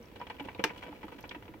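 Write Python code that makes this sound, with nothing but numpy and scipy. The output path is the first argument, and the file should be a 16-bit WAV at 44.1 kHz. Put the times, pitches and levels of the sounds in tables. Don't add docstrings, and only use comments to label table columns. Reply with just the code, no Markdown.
import sys
import numpy as np
from scipy import signal
from scipy.fft import rfft, irfft
from scipy.io import wavfile

SR = 44100
rng = np.random.default_rng(int(sys.argv[2]) if len(sys.argv) > 2 else 0)


def wav_record(signal):
    frames = np.transpose(np.atleast_2d(signal))
    bounded = np.clip(frames, -1, 1)
    quanta = np.round(bounded * 32767).astype(np.int16)
    wavfile.write(sys.argv[1], SR, quanta)


N = 70560
T = np.arange(N) / SR

# start in seconds, then bass, middle, treble, top in dB.
BURSTS = [(0.159, -51, -49.5, -51.5, -62), (0.201, -56, -48, -52, -77), (0.2136, -51.5, -42.5, -45.5, -66),
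          (0.268, -70, -49.5, -52, -63), (0.2995, -50, -42, -39.5, -61), (0.397, -53, -42.5, -41.5, -59),
          (0.45, -44.5, -51, -53, -61.5), (0.4855, -51, -48, -42.5, -75), (0.549, -62, -46, -64, -68),
          (0.594, -37, -39.5, -41, -66), (0.701, -45.5, -43, -41.5, -76), (0.775, -55, -80, -57.5, -56.5),
          (0.826, -55, -49, -42, -65), (0.834, -53, -45, -53, -60.5), (0.864, -51, -56, -50.5, -73),
          (0.881, -53, -50.5, -53.5, -75), (0.926, -71, -46.5, -53, -85), (1.03, -65, -44, -48, -66),
          (1.04, -63, -50, -54, -71), (1.081, -48.5, -51.5, -56.5, -66), (1.122, -49, -48.5, -52, -71),
          (1.187, -66, -50, -54, -63.5), (1.239, -58, -46, -44.5, -97), (1.251, -49.5, -54, -55.5, -66),
          (1.313, -53, -53.5, -40, -66), (1.347, -63, -44, -43.5, -66.5), (1.424, -91, -52, -55.5, -68),
          (1.454, -67, -56, -59.5, -69), (1.479, -59.5, -51.5, -53.5, -76), (1.538, -60, -53, -57, -72)]
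BURST_BANDS_HZ = (280, 800, 2200, 5200)
SPLUTTER_GAP_S, SPLUTTER_LOSS_DB = .0045, 6.5
SIMMER_COLOUR = (-67.5, -62, -64, -71.5)
# time in seconds, dB added to the base levels.
SIMMER_STRENGTH = [(0, -3), (.13, -1.5), (.2, -8), (.45, 9), (.55, 1), (.7, 9), (.88, 4.5), (1.0, 1.5),
                   (1.15, 4.5), (1.35, -6), (1.6, -27)]
SIMMER_PER_S, SIMMER_SPREAD_DB = 70, 2.5
# pitch in Hz, relative level in dB, fade time in seconds,
# left minus right in dB, left's lead in radians. A fade time (t60) is how long a 60 dB drop takes.
HOUSING_TONES = [(191, -8, 0.098, -2, 0), (288.5, -4, 0.13, 0, -0.5), (466, 1, 0.063, -2, -0.5),
                 (515, -2.5, 0.12, -6, -1), (793, -10.5, 0.097, 0, -0.4), (873.3, -0.5, 0.061, -1.5, -0.8),
                 (975, 0, 0.085, -3.5, 0.77), (1245, -6.5, 0.078, -5.5, 3.06), (1506, -3, 0.035, -5.5, .8),
                 (1936, -4, 0.028, -16.5, -0.7), (2309, 0, 0.044, 3.5, 0), (2405, -4.5, .05, 5, 2.2),
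                 (2588, -1.5, 0.038, 3.5, -1.3), (2940, -3.5, 0.037, 18.5, 0.8),
                 (3260, 0.5, 0.048, -6, 1.55), (3387, 1.5, 0.016, 17, -2.5), (4140, -4.5, 0.053, 1, -9.5)]
RING_DB, RING_SCATTER_DB, RING_RISE_S = -0.5, 1.5, 0.0008
# frequency in Hz, relative level in dB.
SPLASH_COLOUR = [(150, -10), (350, -3), (650, -4.5), (950, -3.5), (1250, -7.5), (2400, -0.5), (3300, -4),
                 (4200, -8), (6000, -2.5), (8000, -14.5), (15000, -10.5)]
SPLASH_DB, SPLASH_RISE_S, SPLASH_T60_S = -.5, 0.0004, 0.061
# frequency in Hz, likeness from 0 to 1.
WET_LIKENESS = [(300, 0.99), (800, 1), (1300, 0.17), (2500, 0.18), (3500, 0.033), (12000, 0.033)]
# start in seconds, pitch in Hz, level in dB, fade time in seconds.
GULPS = [(.001, 484, -45.5, 0.067), (.002, 228, -46.5, 0.11), (.125, 270, -46.5, 0.055),
         (.162, 472, -44, 0.054), (.2015, 880, -37.5, .04), (.2135, 965, -33, 0.067),
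         (.2995, 997, -35, 0.057), (.301, 830, -44, 0.058), (.405, 850, -40, 0.063), (.408, 283, -33, 0.12),
         (.461, 280, -37.5, 0.051), (.4855, 925, -32, 0.032), (0.5947, 537, -37, 0.081),
         (.592, 135, -38, 0.049), (.703, 550, -52, 0.049), (.868, 496, -40.5, .12),
         (.881, 610, -37.5, 0.03), (.893, 296, -40.5, 0.19), (1.04, 203, -40.5, 0.1),
         (1.042, 308, -36, 0.087), (1.083, 1260, -40.5, 0.027), (1.15, 280, -42.5, .12),
         (1.362, 300, -36.5, 0.077), (1.49, 315, -43.5, .12), (1.548, 314, -42, 0.096)]
GULP_RISE_S, GULP_GLIDE_PER_S = 0.00091, 0.13
# frequency in Hz, level in dB.
CRACK_COLOUR = [(120, -40.5), (350, -33), (600, -33), (950, -31.5), (1700, -25), (2600, -21.5), (4200, -36),
                (5500, -26), (7500, -41.5), (10000, -42.5), (15000, -38.5)]
# frequency in Hz, fade time in seconds.
CRACK_FADE = [(200, 0.065), (900, 0.054), (2500, 0.034), (6000, 0.04), (14000, 0.043)]
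# pitch in Hz, relative level in dB, fade time in seconds.
POP_TONES = [(306.5, -34.5, 0.28), (394, -31, 0.14), (443.4, -31.5, 0.16), (895, -21, 0.065),
             (1123, -28, 0.024), (1242, -38.5, 0.22), (1624, -18.5, 0.025), (1824, -25.5, 0.051),
             (2057, -37.5, 0.12), (2413, -29, 0.11), (2780, -27, 0.034), (3490, -34, 0.059),
             (5000, -36.5, 0.022), (5850, -30, 0.019)]
POP_START_S, SNAP_RISE_S = .6393, 0.00058
# start in seconds, pitch in Hz, level in dB.
SPITS = [(.028, 5800, -57), (.056, 5300, -59), (0.157, 3900, -55), (.196, 5000, -55.5), (0.238, 2760, -50),
         (.269, 3090, -46), (0.299, 4200, -52.5), (.366, 2920, -50), (.389, 2290, -43.5),
         (.428, 12800, -52.5), (0.449, 2820, -45.5), (0.548, 2620, -44), (0.548, 3970, -49),
         (.587, 2270, -38), (.695, 2330, -38), (0.778, 2730, -48), (0.781, 3100, -43.5), (0.958, 2400, -48),
         (1.053, 12500, -58.5), (1.123, 10800, -63), (1.207, 12500, -50.5), (1.208, 5550, -55.5),
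         (1.226, 4600, -54), (1.228, 6000, -55), (1.2765, 12200, -57), (1.291, 4400, -46),
         (1.293, 5530, -50.5), (1.292, 7500, -60), (1.293, 3390, -42), (1.31, 2350, -32),
         (1.312, 3160, -45)]
SPIT_T60_S, SPIT_BAND_RATIO = 0.023, 1.094
# level in dB before the treble is cut,
# delay in seconds (also the rise time), fade time in seconds, treble cut in Hz.
ECHOES = [(-13.5, 0.0017, 0.12, 14000), (-17.5, 0.0074, 0.17, 3700)]
# frequency in Hz, relative level in dB for a band 1 Hz wide.
ROOM_COLOUR = [(25, -8), (40, -14), (56, -1), (79, -2), (112, -3.5), (158, -5.5), (223, -2.5), (316, -4.5),
               (447, -5.5), (630, -13.5), (900, -20.5), (1260, -19), (2400, -22), (3600, -29), (7100, -38),
               (10000, -41.5), (14500, -31.5)]
# frequency in Hz, likeness from 0 to 1.
ROOM_LIKENESS = [(60, 0.72), (400, 0.94), (1000, 0.23), (3000, 0.17), (12000, 0.033)]
# pitch in Hz, level in dB.
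HUM_TONES = [(57, -70.5), (99.5, -65.5)]
ROOM_NOISE_DB, HUM_WIDTH_HZ = -54, 11.6
# frequency in Hz, left minus right in dB.
MIC_BALANCE = [(100, -2), (300, -2.5), (600, -1), (1000, 0), (1800, 0), (2300, 2), (3500, 3), (5000, -0.5),
               (8000, -0.5), (14000, -1.5)]
CUTOFF_HZ = 15900


def bubbling():
    bubbles = np.vstack([splutter(np.array(BURSTS)), simmer()])
    scatter = rng.standard_normal((len(bubbles), len(HOUSING_TONES), 2))
    heard = bubbles[:, 0] < N / SR
    return housing_ring(bubbles[heard], scatter[heard]) + splashes(bubbles[heard])


def splutter(bursts):
    gaps = SPLUTTER_GAP_S * (.5 + rng.random((len(bursts), 2)))
    starts, levels = bursts[:, 0], bursts[:, 1:]
    return np.vstack([np.column_stack([starts + gaps[:, :k].sum(1), levels - k * SPLUTTER_LOSS_DB])
                      for k in range(3)])


def simmer():
    gap_dice, level_dice = rng.random((400, 2)).T
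    starts = np.cumsum(.5 + gap_dice) / SIMMER_PER_S
    db = np.interp(starts, *np.transpose(SIMMER_STRENGTH)) + SIMMER_SPREAD_DB * (2 * level_dice - 1)
    return np.column_stack([starts, db[:, None] + np.array(SIMMER_COLOUR)])


def housing_ring(bubbles, scatter):
    out = np.zeros((2, N))
    for k, (hz, db, t60, pan_db, lead) in enumerate(HOUSING_TONES):
        gains = from_db(RING_DB + db + bubble_db(bubbles, hz) + RING_SCATTER_DB * scatter[:, k, 0])
        hits = clicks(bubbles[:, 0], gains * np.sign(scatter[:, k, 1]))
        tone = ring(hits, hz, t60) - ring(hits, hz, RING_RISE_S * np.log(1000))
        lean = from_db(pan_db / 2) * np.exp(.5j * lead)
        out += np.imag(tone * np.array([[lean], [1 / lean]]))
    return out


def splashes(bubbles):
    fade = from_db(-60 / (SPLASH_T60_S * SR)) ** 2
    rise = np.exp(-1 / (SPLASH_RISE_S * SR))
    out = np.zeros((2, N))
    for low, hz, high in bands(count=14):
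        gains = from_db(SPLASH_DB + at_hz(SPLASH_COLOUR, hz) + bubble_db(bubbles, hz))
        fading = signal.lfilter([1], [1, -fade], clicks(bubbles[:, 0], gains ** 2))
        power = signal.lfilter([1 - rise], [1, -rise], fading)
        out += np.sqrt(power) * band_noise(low, high, at_hz(WET_LIKENESS, hz))
    return out


def gulps():
    out = np.zeros(N)
    for start, hz, db, t60 in GULPS:
        age = T - start
        cycles = hz * age * (1 + GULP_GLIDE_PER_S * age / 2)
        out += from_db(db) * swell(start, GULP_RISE_S, t60) * np.sin(2 * np.pi * cycles)
    return out


def pop():
    out = np.zeros((2, N))
    for low, hz, high in bands(count=14):
        shape = swell(POP_START_S, SNAP_RISE_S, at_hz(CRACK_FADE, hz))
        out += from_db(at_hz(CRACK_COLOUR, hz)) * shape * band_noise(low, high, at_hz(WET_LIKENESS, hz))
    hit = clicks([POP_START_S], gains=0.73)
    for k, (hz, db, t60) in enumerate(POP_TONES):
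        out += (-1) ** k * from_db(db) * ring(hit, hz, t60).imag
    return out


def spits():
    out = np.zeros((2, N))
    for start, hz, db in SPITS:
        noise = band_noise(hz / SPIT_BAND_RATIO, hz * SPIT_BAND_RATIO, at_hz(WET_LIKENESS, hz))
        out += from_db(db) * swell(start, SNAP_RISE_S, SPIT_T60_S) * noise
    return out


def kitchen_echo(sound):
    echo = 0
    for db, rise, t60, cut_hz in ECHOES:
        tail = rng.standard_normal((2, N)) * swell(rise, rise, t60)
        tail /= np.sqrt(np.sum(tail[0] ** 2))
        treble_cut = signal.butter(1, cut_hz, fs=SR, output="sos")
        echo = echo + from_db(db) * signal.sosfilt(treble_cut, tail)
    return signal.fftconvolve(sound, echo, axes=1)[:, :N]


def room_noise():
    noise = np.zeros((2, N))
    for low, hz, high in bands(count=19):
        gain = from_db(at_hz(ROOM_COLOUR, hz)) * np.sqrt(high - low)
        noise += gain * band_noise(low, high, at_hz(ROOM_LIKENESS, hz))
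    return from_db(ROOM_NOISE_DB) * unit_level(noise)


def room_hum():
    t60 = np.log(1000) / (np.pi * HUM_WIDTH_HZ)
    out = np.zeros(N)
    for hz, db in HUM_TONES:
        tone = ring(rng.standard_normal(2 * N), hz, t60).imag[N:]
        out += from_db(db) * unit_level(tone)
    return out


def from_db(db):
    return 10 ** (np.asarray(db) / 20)


def unit_level(x):
    return x / np.sqrt(np.mean(x ** 2) + 1e-20)


def at_hz(table, hz):
    frequencies, values = np.transpose(table)
    return np.interp(np.log(hz), np.log(frequencies), values)


def bubble_db(bubbles, hz):
    return np.array([np.interp(np.log(hz), np.log(BURST_BANDS_HZ), row[1:]) for row in bubbles])


def clicks(starts, gains):
    out = np.zeros(N)
    np.add.at(out, np.clip((np.asarray(starts) * SR).astype(int), 0, N - 1), gains)
    return out + 1e-18


def ring(x, hz, t60):
    return signal.lfilter([1], [1, -from_db(-60 / (t60 * SR)) * np.exp(2j * np.pi * hz / SR)], x)


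def swell(start, rise, t60):
    age = np.maximum(T - start, 0)
    return (1 - np.exp(-age / rise)) * from_db(-60 * age / t60)


def bands(count):
    edges = 17000 / 2 ** (np.arange(count, -1, -1) / 2)
    return zip(edges, np.sqrt(edges[1:] * edges[:-1]), edges[1:])


def band_noise(low, high, likeness):
    band = signal.butter(2, [low, high], "band", fs=SR, output="sos")
    shared, opposite = signal.sosfilt(band, rng.standard_normal((2, N)))
    return unit_level(np.sqrt(1 + likeness) * shared + np.sqrt(1 - likeness) * opposite * [[1], [-1]])


def scene():
    machine = bubbling() + gulps() + pop() + spits()
    return machine + kitchen_echo(machine) + room_noise() + room_hum()


def record(dry):
    hz = np.maximum(np.fft.rfftfreq(2 * N, 1 / SR), 1)
    lean = from_db(at_hz(MIC_BALANCE, hz) / 2)
    coloured = irfft(rfft(dry, 2 * N) * np.array([lean, 1 / lean]))[:, :N]
    return signal.sosfilt(signal.ellip(10, .2, 70, CUTOFF_HZ, fs=SR, output="sos"), coloured)


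dry = scene()
out = record(dry)
wav_record(out)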